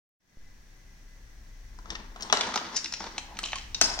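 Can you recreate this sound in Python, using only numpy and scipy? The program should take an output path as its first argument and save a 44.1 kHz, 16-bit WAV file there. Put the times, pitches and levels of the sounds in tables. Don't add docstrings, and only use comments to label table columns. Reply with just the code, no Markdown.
import sys
import numpy as np
from scipy import signal
from scipy.fft import rfft, irfft, next_fast_len
from scipy.io import wavfile
from scipy.ndimage import uniform_filter1d, map_coordinates

SR = 44100
rng = np.random.default_rng(int(sys.argv[2]) if len(sys.argv) > 2 else 0)


def bounce(signal):
    frames = np.transpose(np.atleast_2d(signal))
    limited = np.clip(frames, -1, 1)
    pcm = np.round(limited * 32767).astype(np.int16)
    wavfile.write(sys.argv[1], SR, pcm)


N = 176400
TIME = np.arange(N) / SR
ATTACK_S, HEAD_SAMPLES = 0.00032, 310
BUMPS_PER_S, ROLL_ROOM_DB = 1400, -0.5
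CONTACT_TOP_HZ = 8330


def clicks():
    # start_s, body_db, clack_db, tick_db, air_db, snap_db, ring_hz
    contacts = [(1.7877, -49, -59, -57, -63, -80, 1010), (1.857, -46, -54, -58, -78, -80, 1306),
                (2.1602, -41, -45.5, -52.5, -59, -76, 724), (2.208, -46.5, -42, -44, -58, -59, 6540),
                (2.2227, -42.5, -41, -37.5, -43, -54, 5530), (2.2292, -56, -55, -37, -62, -61, 5450),
                (2.299, -34, -31, -44, -57.5, -71, 850), (2.3258, -17, -16.5, -19.5, -29.5, -44, 1195),
                (2.338, -30.5, -33, -38, -45, -68, 1600), (2.3712, -31, -28.5, -30, -43, -72, 4600),
                (2.4092, -34, -25.5, -26.5, -39, -62, 3470), (2.4325, -49, -34.5, -49, -51, -72, 3490),
                (2.4883, -34, -45, -51, -53, -75, 1060), (2.5394, -33.5, -32, -34, -45.5, -65, 1240),
                (2.558, -24, -30, -25, -43, -47, 832), (2.575, -41, -29, -31.5, -52, -72, 964),
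                (2.6115, -35.5, -55, -53, -76, -73.5, 938), (2.7648, -49, -34.5, -26, -35.5, -53, 6130),
                (2.774, -49, -37, -30.5, -50, -68, 4770), (2.8436, -50.5, -37, -31, -44.5, -64, 5020),
                (2.8577, -62, -33, -41, -52, -76, 5500), (2.9234, -45.5, -41.5, -35, -51, -57, 5280),
                (2.937, -43.5, -33, -32.5, -47, -73, 5660), (3.0046, -37, -42.5, -39.5, -65, -85, 860),
                (3.0404, -40, -44, -41.5, -58, -80, 810), (3.389, -41, -33.5, -33.5, -38.5, -46, 1296),
                (3.4314, -39, -50, -38, -47, -64, 1146), (3.453, -41.5, -43, -43, -40.5, -75, 4030),
                (3.5568, -53, -39, -37, -42.5, -76, 3050), (3.7456, -49, -36, -26, -43.5, -78, 3760),
                (3.8126, -21, -21, -15, -22, -35.5, 6360), (3.8222, -45, -30, -25, -37, -58, 5060),
                (3.9898, -37.5, -31.5, -29.5, -48, -72, 774)]
    # low_hz, high_hz, gain_db, t60_s, room_db
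    plastic_bands = [(630, 1510, -1, 0.032, -3.5), (1540, 4030, -2.5, 0.035, -4),
                     (3850, 6540, -1, 0.03, -6), (6840, 9110, 1, 0.027, -4.5),
                     (11900, 15500, -2.5, 0.012, -8)]
    # low_hz, high_hz, gain_db, t60_s, room_db
    thud_band = (186, 665, -12.5, 0.11, -3)
    crack_db, crack_t60_s = 4.5, 0.0039
    ring_db, ring_t60_s, ring_room_db = -3, 0.036, -10.5
    n = SR // 10
    t = TIME[:n]
    rise = 1 - np.exp(-t / ATTACK_S)
    crack = amp(crack_db - 60 * t / crack_t60_s)
    direct, wet = np.zeros(N + SR), np.zeros((2, N + SR))
    bands = [thud_band] + plastic_bands
    for contact, tail in zip(contacts, room_tails(len(contacts))):
        start_s, body_db, clack_db, tick_db, air_db, snap_db, ring_hz = contact
        ring = np.sin(2 * np.pi * ring_hz * t) * rise * amp(-60 * t / ring_t60_s)
        hit = amp(max(body_db, clack_db, tick_db) + ring_db) * ring / np.std(ring[:HEAD_SAMPLES])
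        send = amp(ring_room_db) * hit
        levels_db = (body_db, body_db, clack_db, tick_db, air_db, snap_db)
        for level_db, (low_hz, high_hz, gain_db, t60_s, room_db) in zip(levels_db, bands):
            bandpass = signal.butter(4, [low_hz, high_hz], "band", fs=SR, output="sos")
            envelope = rise * (amp(-60 * t / t60_s) + crack)
            burst = signal.sosfilt(bandpass, envelope * rng.standard_normal(n))
            burst *= amp(level_db + gain_db) / np.sqrt(np.sum(burst ** 2) / HEAD_SAMPLES)
            hit += burst
            send += amp(room_db) * burst
        i = round(start_s * SR)
        direct[i:i + n] += hit
        echo = signal.fftconvolve(send[None], tail, axes=1)
        wet[:, i:i + echo.shape[1]] += echo
    return placed(direct[:N]) + wet[:, :N]


def rolling():
    levels = [(1.6, -120), (1.78, -67), (1.87, -54), (1.92, -43.5), (1.97, -50.5), (2.13, -56.5),
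              (2.25, -45.5), (2.32, -44.5), (2.345, -30.5), (2.42, -35.5), (2.49, -33.5), (2.54, -36.5),
              (2.6, -59), (2.615, -44.5), (2.69, -39), (2.76, -39.5), (2.8, -57), (2.99, -53.5),
              (3.015, -39), (3.1, -44.5), (3.22, -50), (3.32, -55), (3.42, -48.5), (3.72, -68),
              (3.77, -43.5), (3.805, -61), (3.84, -42), (3.92, -38.5), (4, -45.5)]
    groove_spectrum = [(100, -6), (170, -56), (400, -2.5), (540, -7.5), (720, -6), (1050, 1.5),
                       (1300, -5.5), (1800, -5.5), (2700, -14), (3500, -7.5), (6000, -10.5), (7500, -23),
                       (9200, -24), (10500, -60), (16000, -57)]
    tile_modes = [(683, 34, -5), (911.6, 46, 14.5), (1062, 25, 1.5), (1254, 40, -9), (1462, 15, 4),
                  (1586, 24, -5), (2266, 16, 2.5), (3455, 51, -2)]
    table_modes = [(201.3, 23, -1), (252.8, 3.2, 5), (329.8, 11, 1.5)]  # freq_hz, width_hz, gain_db
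    dull_hz, bright_db = 2300, -42
    tile_db, table_db, table_db_per_db = -4.5, -25.5, 0.6
    drive = bumps(BUMPS_PER_S)
    level_db = curve(levels)[0]
    groove = unit(filtered(drive, lambda hz: amp(along(groove_spectrum, hz))))
    dull = filtered(groove, lambda hz: 1 / (1 + (hz / dull_hz) ** 6))
    groove = dull + (groove - dull) * amp(np.minimum(level_db - bright_db, 0) / 2)
    tile = amp(level_db + tile_db) * unit(resonate(drive, tile_modes))
    table_gain = (TIME > levels[0][0]) * amp(table_db + table_db_per_db * level_db)
    table = table_gain * unit(resonate(drive, table_modes))
    return in_room(amp(level_db) * groove, ROLL_ROOM_DB) + placed(tile + table)


def rails():
    levels = [(2.73, -53.5), (2.772, -28), (2.82, -55), (2.88, -42), (2.95, -40.5), (3.03, -54),
              (3.15, -59.5), (3.3, -76), (3.805, -92), (3.825, -26.5), (3.88, -35.5), (3.95, -34.5),
              (4, -53)]
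    modes = [(4860, 33, 12), (5220, 57, 10.5), (5520, 77, 11), (6280, 100, 7), (6310, 130, 7),
             (6895, 15, 11.5), (9000, 335, -13)]
    return rubbed(levels, modes, bumps_per_s=630, room_db=-9)


def lever():
    swing_levels = [(3.41, -66), (3.46, -37.5), (3.5, -49.5), (3.53, -62), (3.565, -31.5), (3.6, -43.5),
                    (3.68, -65), (3.76, -55)]
    modes = [(1120, 100, -2), (2180, 430, 0.5), (3170, 590, 2), (3980, 285, 3.5), (5600, 2600, 0.5),
             (7760, 1300, -17)]
    knock_s, knock_hz, knock_db, t60_s, rise_s = 3.558, 1084, -26, 0.061, 0.0035
    age_s = np.maximum(TIME - knock_s, 0)
    envelope = amp(knock_db - 60 * age_s / t60_s) * (1 - np.exp(-age_s / rise_s))
    knock = envelope * np.sin(2 * np.pi * knock_hz * age_s)
    return rubbed(swing_levels, modes, bumps_per_s=700, room_db=-2.5) + placed(knock)


def knocks():
    hits = [(3.1803, -27, 3330, 2.1), (3.3692, -41.5, 3350, 1.1), (3.438, -28, 3530, 0.36),
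            (3.4873, -41, 3220, 0.27), (3.5188, -38, 4200, 1.46), (3.5312, -26.5, 1400, 1),
            (3.584, -38, 3500, 1.17)]
    modes = [(790, -1.5, 0.017), (1160, -14, 0.01), (2190, -0.5, 0.0079), (2630, -1, 0.011),
             (3075, -7, 0.018), (3840, -10, 0.01), (4200, -9, 0.027), (6030, -5.5, 0.037)]
    return struck(hits, modes, crack_db=-0.5, crack_t60_s=0.045, room_db=-7)


def launcher():
    hits = [(1.9034, -32, 3720, 1), (1.9522, -33.5, 2260, 0.94)]  # start_s, level_db, centre_hz, spread_octaves
    modes = [(1280, -3, 0.03), (1843.3, -2.5, 0.062), (3566, 1, 0.034), (4920, -1, 0.022),
             (5510, -11.5, .09), (5900, -21, 0.0404)]
    return struck(hits, modes, crack_db=9, crack_t60_s=0.03, room_db=-10)


def hollow_tiles():
    levels = [(2.995, -67), (3.02, -42.5), (3.1, -66), (3.22, -63), (3.3, -46), (3.35, -64), (3.4, -66),
              (3.8, -67), (3.83, -47), (4, -38.5)]
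    modes = [(726, 103, 1.5), (835, 81, -2), (987, 46, -3)]  # freq_hz, width_hz, gain_db
    return rubbed(levels, modes, BUMPS_PER_S, ROLL_ROOM_DB)


def thump():
    start_s, level_db, t60_s, cutoff_hz = 0.372, -43, 0.96, 900
    age_s = np.maximum(TIME - start_s, 0)
    push = (age_s > 0) * amp(level_db - 60 * age_s / t60_s)
    return signal.sosfilt(signal.butter(2, cutoff_hz, fs=SR, output="sos"), push)


def hum():
    levels = [(.15, -110), (.36, -77), (.42, -55.5), (1, -51), (1.65, -45.5), (2.1, -45), (2.6, -71),
              (3.1, -53), (3.6, -46.5), (4, -44)]
    modes = [(30.14, 1.5, 0.5), (52.2, 8.8, -15), (62.2, 3.6, -17), (103, 7.4, -25)]  # freq_hz, width_hz, gain_db
    drone = resonate(rng.standard_normal(N), modes)
    running_rms = np.sqrt(np.abs(uniform_filter1d(drone ** 2, size=SR // 8)) + 1e-20)
    return unit(drone / running_rms) * amp(curve(levels)[0]) * amp([[0.7], [-0.7]])


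def hiss():
    levels = [(.185, -130), (.205, -77), (.3, -66.5), (.42, -60), (.8, -58.5), (4, -53.5)]  # time_s, level_db
    spectrum = [(20, 16), (100, 14.5), (220, 10), (480, -1.5), (1000, -3), (1280, -7), (1700, -3),
                (2100, -5), (2900, -12), (4500, -9.5), (6200, -11.5), (7500, -14.5), (11000, -16.5),
                (16000, -22.5)]
    whirr_modes = [(1630, 41, -0.5), (1940, 68, 5), (2020, 6.2, 11.5), (3930, 53, -13), (5700, 380, -11),
                   (6500, 130, -0.5)]
    whirr_db = -7
    noise = rng.standard_normal((3, N))
    air = noise[2] + filtered(noise[:2], lambda hz: along([(150, 0.53), (1500, 2.46)], hz))
    broadband = unit(filtered(air, lambda hz: amp(along(spectrum, hz))))
    whirr = amp(whirr_db) * unit(resonate(air, whirr_modes))
    return (broadband + whirr) * amp(curve(levels)[0])


def bumps(per_s):
    spread_db, flutter_db, flutter_knots_per_s = 3, 5, 70
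    train = (rng.random(N) < per_s / SR) * rng.choice([-1, 1], N)
    strength = amp(spread_db * np.clip(rng.standard_normal(N), -2, 2))
    knots = rng.standard_normal(int(N * flutter_knots_per_s / SR) + 4)
    flutter = map_coordinates(knots, [TIME * flutter_knots_per_s])
    return train * strength * amp(flutter_db * flutter)


def rubbed(levels, modes, bumps_per_s, room_db):
    ring = unit(filtered(resonate(bumps(bumps_per_s), modes), soft_contact))
    envelope = (TIME > levels[0][0]) * amp(curve(levels)[0])
    return in_room(envelope * ring, room_db)


def struck(hits, modes, crack_db, crack_t60_s, room_db):
    n = SR // 5
    t, track = TIME[:n], np.zeros(N + SR)
    rise = 1 - np.exp(-t / ATTACK_S)
    for start_s, level_db, centre_hz, spread_octaves in hits:
        def emphasis(hz):
            octaves = np.log2((hz + 1) / centre_hz)
            return np.exp(-0.5 * (octaves / spread_octaves) ** 2) * soft_contact(hz)

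        ring = np.zeros(n)
        for k, (freq_hz, gain_db, t60_s) in enumerate(modes):
            decay = amp(gain_db + rng.normal(0, 1) - 60 * t / t60_s)
            ring += (-1) ** k * decay * np.sin(2 * np.pi * freq_hz * t)
        crack = amp(crack_db - 60 * t / crack_t60_s) * rng.standard_normal(n)
        hit = filtered((ring + crack) * rise, emphasis)
        track[round(start_s * SR):][:n] += amp(level_db) * hit / np.std(hit[:HEAD_SAMPLES])
    return in_room(track[:N], room_db)


def soft_contact(hz):
    return 1 / np.sqrt(1 + (hz / CONTACT_TOP_HZ) ** 20)


def placed(x):
    path = [(1.9, 4.5, 0.2), (2.25, 2.5, 0.19), (2.34, 4, 0.2), (2.43, 0, 0.047), (2.57, 0.5, 0.048),
            (2.9, 0, 0.038), (3.5, 0, 0.047), (3.8, 1.5, 0.086), (4, 1.5, 0.15)]
    pan_db, lead_ms = curve(path)
    shift_samples = lead_ms * SR / 2000
    return np.array([amp(side * pan_db / 2) * map_coordinates(x, [np.arange(N) + side * shift_samples])
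                     for side in (1, -1)])


def in_room(x, room_db):
    wet = signal.fftconvolve(x[None], room_tails(1)[0], axes=1)[:, :N]
    return (placed(x) + amp(room_db) * wet) / np.hypot(1, amp(room_db))


def room_tails(count):
    decay_times = [(200, 0.49), (600, 0.44), (1400, 0.76), (4000, 0.48), (9000, 0.39), (14000, 0.53)]  # freq_hz, t60_s
    coherence = [(250, 0.9), (600, 0.63), (1200, 0), (2500, 0)]  # freq_hz, left_right_correlation
    build_s, n = 0.00078, SR // 2
    hz, t, spectra = signal.stft(rng.standard_normal((count, 2, n)), SR, nperseg=256)
    angle_rad = np.arccos(np.clip(along(coherence, hz), -1, 1))[:, None] / 2
    mid, side = np.cos(angle_rad) * spectra[:, 0], np.sin(angle_rad) * spectra[:, 1]
    stereo = np.stack([mid + side, mid - side], axis=1)
    decay = amp(-60 * t / along(decay_times, hz)[:, None])
    tails = signal.istft(stereo * decay, SR, nperseg=256)[1][..., :n]
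    tails *= 1 - np.exp(-TIME[:n] / build_s)
    return tails / np.linalg.norm(tails, axis=-1, keepdims=True)


def resonate(x, modes):
    def response(hz):
        return sum((-1) ** k * amp(gain_db) * 1j * hz * width_hz
                   / (freq_hz ** 2 - hz ** 2 + 1j * hz * width_hz)
                   for k, (freq_hz, width_hz, gain_db) in enumerate(modes))
    return filtered(x, response)


def filtered(x, response):
    n = x.shape[-1]
    padded = next_fast_len(n + SR // 2)
    return irfft(rfft(x, padded) * response(np.fft.rfftfreq(padded, 1 / SR)), padded)[..., :n]


def along(points, hz):
    freq_hz, values = np.transpose(points)
    return np.interp(np.log(hz + 1), np.log(freq_hz + 1), values)


def curve(rows):
    time_s, *columns = np.transpose(rows)
    return [np.interp(TIME, time_s, column) for column in columns]


def amp(db):
    return 10 ** (np.asarray(db) / 20)


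def unit(x):
    return x / np.sqrt(np.mean(x ** 2) + 1e-20)


def scene():
    marble_run = launcher() + clicks() + knocks() + rolling() + hollow_tiles() + rails() + lever()
    return marble_run + thump() + hum() + hiss()


def record(dry):
    left_port = [(300, 0.5), (1200, -1.5), (3000, 0.5), (4600, -2), (5900, 4.5), (7000, -1.5), (8000, -4),
                 (8700, -21), (11500, -4), (15000, -2)]
    right_port = [(300, -0.5), (1200, -3), (3000, 1), (4600, 0.5), (6200, -8), (7000, 0), (8000, -2.5),
                  (9000, 1), (11500, -9), (15000, 3.5)]
    ceiling, top_hz = 0.9, 16300
    coloured = filtered(dry, lambda hz: amp([along(left_port, hz), along(right_port, hz)]))
    rounded = coloured / (1 + (coloured / ceiling) ** 6) ** (1 / 6)
    return filtered(rounded, lambda hz: hz < top_hz)


dry = scene()
out = record(dry)
bounce(out)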